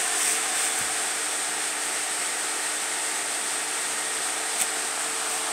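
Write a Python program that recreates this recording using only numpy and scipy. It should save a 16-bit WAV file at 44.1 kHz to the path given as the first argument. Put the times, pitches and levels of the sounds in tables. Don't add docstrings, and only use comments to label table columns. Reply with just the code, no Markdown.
import sys
import numpy as np
from scipy import signal
from scipy.fft import rfft, irfft, next_fast_len
from scipy.io import wavfile
from scipy.ndimage import uniform_filter1d

SR = 44100
rng = np.random.default_rng(int(sys.argv[2]) if len(sys.argv) > 2 else 0)


def store_wav(level_fs):
    pcm = np.round(np.clip(np.atleast_2d(level_fs), -1, 1) * 32767)
    wavfile.write(sys.argv[1], SR, pcm.T.astype(np.int16))


N = 243431


def gain_of(db):
    return 10 ** (np.asarray(db) / 20)


def unit_rms(x):
    return x / np.sqrt(np.mean(x ** 2) + 1e-20)


def spectrum_at(hz, points_hz, values):
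    return np.interp(np.log(hz + 1), np.log(np.asarray(points_hz) + 1), values)


def coloured(x, points):
    size = next_fast_len(len(x))
    gain_db = spectrum_at(np.fft.rfftfreq(size, 1 / SR), *np.transpose(points))
    return irfft(rfft(x, size) * gain_of(gain_db), size)[..., :N]


def drift(t, low_hz, top_hz):
    hz = np.geomspace(low_hz, top_hz, 24)[:, None]
    waves = np.sin(2 * np.pi * (hz * t + rng.random(hz.shape)))
    return unit_rms((waves / np.sqrt(hz)).sum(0))


def wander(low_hz, top_hz):
    t = np.arange(0, N / SR + .01, .005)
    return np.interp(np.arange(N) / SR, t, drift(t, low_hz, top_hz))


def microphone_shares(t):
    # time_s, place (0 close, 1 held back, 2 turned)
    path = [(0, 0.027), (1.5, 0.97), (3, 0.97), (4.6, 1.32), (5.52, 1.78)]
    place = np.clip(np.interp(t, *np.transpose(path)), 0, 2)
    return np.maximum(1 - abs(place - np.arange(3)[:, None]), 0)


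def whoosh():
    # frequency_hz, close_db, held_back_db, turned_db
    air_colour = [(40, -34, -32, -32), (100, -23, -21.5, -18), (190, -13, -17, -19), (224, -10, -13, -9.5),
                  (394, -1.5, -4, -5), (540, -8, -5, -9), (771, 8, 1.5, 7), (927, -11, -1, -3.5),
                  (1015, 3.5, -9.5, 2.5), (1200, 0, 0, 2.5), (1730, 4.5, -1, -1), (1900, 0.5, 0.5, -4),
                  (2710, -1.5, -5, -5), (4270, -7, -7.5, -7), (5400, -4.5, -7.5, -8)]
    frames, hz = N // 256 + 5, np.fft.rfftfreq(1024, 1 / SR)
    t = np.arange(frames) * 256 / SR
    points_hz, *places = np.transpose(air_colour)
    shape_db = np.transpose([spectrum_at(hz, points_hz, p) for p in places]) @ microphone_shares(t)
    real, imag, patches = rng.standard_normal((frames, 513, 3)).T
    patches = uniform_filter1d(patches, size=12, axis=0)
    patches = unit_rms(uniform_filter1d(patches, size=12, axis=1))
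    gusts_db = .5 * drift(t, 2.5, 30.) * np.clip(hz / 5000, 0, 1)[:, None]
    spectra = (real + 1j * imag) * gain_of(shape_db + 0.29 * patches + gusts_db)
    air = signal.istft(spectra, nperseg=1024, noverlap=768)[1][:N]
    return gain_of(-31) * unit_rms(air)


def blade_hums():
    # pitch_hz, close_db, held_back_db, turned_db, wander_hz, wander_db
    hums = [(151, -69.5, -70.5, -69.5, .3, 3), (302, -53, -53.5, -52.5, 0.2, 0.5),
            (379.4, -58.5, -59, -67, 0.42, 3), (446.5, -47, -53, -45.5, .5, 1.5),
            (637, -59, -57.5, -49, 1.6, 1), (755, -48.5, -56, -61, 5.6, 3.5)]
    out, shares = np.zeros(N), microphone_shares(np.arange(N) / SR)
    for pitch_hz, *places_db, wander_hz, wander_db in hums:
        cycles = np.cumsum(pitch_hz + wander_hz * wander(1.5, 15.)) / SR + rng.random()
        level_db = places_db @ shares + wander_db * wander(2.5, 15.)
        out += np.sqrt(2) * gain_of(level_db) * np.sin(2 * np.pi * cycles)
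    return out


def bearing_whines():
    # start_hz, slide_hz_per_s
    pitches = [(3554, -3.6), (3454, -.5), (1875, -.5)]
    # time_s, level_db
    curves = [
        [(0, -55), (.62, -46.5), (.85, -63), (1.1, -56), (1.9, -62), (2.4, -56), (3.9, -56), (4.65, -51.5),
         (4.8, -66)],
        [(0, -66), (.7, -50), (1, -54), (1.3, -54), (2, -64), (4.1, -64), (4.5, -63), (5.52, -64)],
        [(0, -60), (2, -62), (2.6, -50), (3.4, -59), (4.1, -49), (4.45, -51), (4.7, -62)],
    ]
    t, out = np.arange(N) / SR, np.zeros(N)
    for (start_hz, slide_hz_per_s), curve in zip(pitches, curves):
        cycles = np.cumsum(start_hz + slide_hz_per_s * t + 3. * wander(1.5, 25.3)) / SR
        level_db = np.interp(t, *np.transpose(curve)) + 3.2 * wander(3., 25.)
        out += np.sqrt(2) * gain_of(level_db) * np.sin(2 * np.pi * cycles)
    return out


def skin_scuffs():
    # middle_s, length_s, level_db
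    strokes = [(0, .2, -29), (0.27, 0.25, -22), (.63, .2, -25), (0.798, 0.14, -28), (4.615, 0.085, -23.5),
               (5.325, .18, -29.5)]
    # frequency_hz, gain_db
    rub_colour = [(800, -28), (2200, 0.5), (4500, -12), (6000, -0.5), (7000, -5), (11000, -3.5), (15500, 7)]
    ends_db, flatness = -15.5, 2.5
    t = np.arange(N) / SR
    slip_db = 0.79 * np.minimum(rng.exponential(1, N // 64 + 1), 3)
    slips = rng.standard_normal(N) * gain_of(np.repeat(slip_db, 64)[:N])
    pressure = sum(gain_of(level_db + ends_db * abs(2 * (t - middle_s) / length_s) ** flatness)
                   for middle_s, length_s, level_db in strokes)
    return pressure * unit_rms(coloured(slips, rub_colour))


def fingertip_ticks():
    # start_s, strength_db
    ticks = [(.787, -22), (4.594, -32), (4.603, -23), (4.614, -16), (4.621, -18.5)]
    # frequency_hz, gain_db
    tick_colour = [(1200, -15), (2300, -6), (3600, -2), (5000, -22), (7000, -3), (11000, 2), (15500, 12)]
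    t, out, t60_s = np.arange(1500) / SR, np.zeros(N), 0.02
    for start_s, strength_db in ticks:
        burst = gain_of(strength_db - 60 * t / t60_s) * rng.standard_normal(len(t))
        out[round(start_s * SR):][:len(t)] += burst
    return coloured(out, tick_colour)


def handling():
    # peak_s, level_db
    jolts = [(.04, -60), (.284, -62), (.52, -63), (.82, -50), (.91, -57)]
    # start_s, level_db, pitch_hz, t60_s
    bumps = [(.805, -36.5, 120, 0.092), (.805, -34.5, 213, 0.077), (4.607, -38.5, 205, 0.1)]
    rise_db_per_s, fall_db_per_s = 400, 130
    rumble = coloured(rng.standard_normal(N), [(20, 8), (60, 3), (130, 1), (300, -40), (600, -80)])
    envelope = np.zeros(N)
    for peak_s, level_db in jolts:
        since_s = np.arange(N) / SR - peak_s
        envelope += gain_of(level_db + np.minimum(rise_db_per_s * since_s, -fall_db_per_s * since_s))
    out = envelope * unit_rms(rumble)
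    t = np.arange(8000) / SR
    attack = 1 - np.exp(-t / .004)
    for start_s, level_db, pitch_hz, t60_s in bumps:
        ring = gain_of(level_db - 60 * t / t60_s) * np.sin(2 * np.pi * pitch_hz * t)
        out[round(start_s * SR):][:len(t)] += attack * ring
    return out


def draught():
    rumble = coloured(rng.standard_normal(N), [(20, -1), (50, 0), (80, -11), (140, -22), (400, -80)])
    return gain_of(-73.5 + 8. * np.tanh(wander(1.43, 8.))) * unit_rms(rumble)


def room(x):
    # centre_hz, width_hz, gain_db
    modes = [(183, 9.9, -3.5), (225, 25, 3), (288, 30, -2), (410, 16, 2.5), (435, 13, -2.5), (514, 10, 3.5),
             (543, 43, -1.5), (597, 13, 1), (647, 15, -4), (708, 37, 2), (828, 25, -2.5), (887, 18, 3.5),
             (1856, 49, 2), (1966, 30, -2)]
    size = next_fast_len(N)
    hz = np.fft.rfftfreq(size, 1 / SR)
    gain_db = sum(db * np.exp(-((hz - centre_hz) / width_hz) ** 2) for centre_hz, width_hz, db in modes)
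    return irfft(rfft(x, size) * gain_of(gain_db), size)[:N]


def scene():
    fans = room(whoosh()) + blade_hums() + bearing_whines() + draught()
    mono = fans + skin_scuffs() + fingertip_ticks() + handling()
    return np.array([mono, mono])


def record(dry):
    # frequency_hz, gain_db
    response = [(20, -12), (100, 1), (4500, 3.5), (6500, 3.5), (7500, 7), (8100, 12.5), (8450, 14.5),
                (9200, 8.5), (10000, 1.5), (11000, -5), (13500, -10.5), (15000, -18.5), (15700, -20)]
    edge_hz = 15760
    heard = np.array([coloured(channel, response) for channel in dry])
    lowpass = signal.firwin(1023, edge_hz, window=("kaiser", 10), fs=SR)
    return signal.oaconvolve(heard, lowpass[None], "same")


dry = scene()
out = record(dry)
store_wav(out)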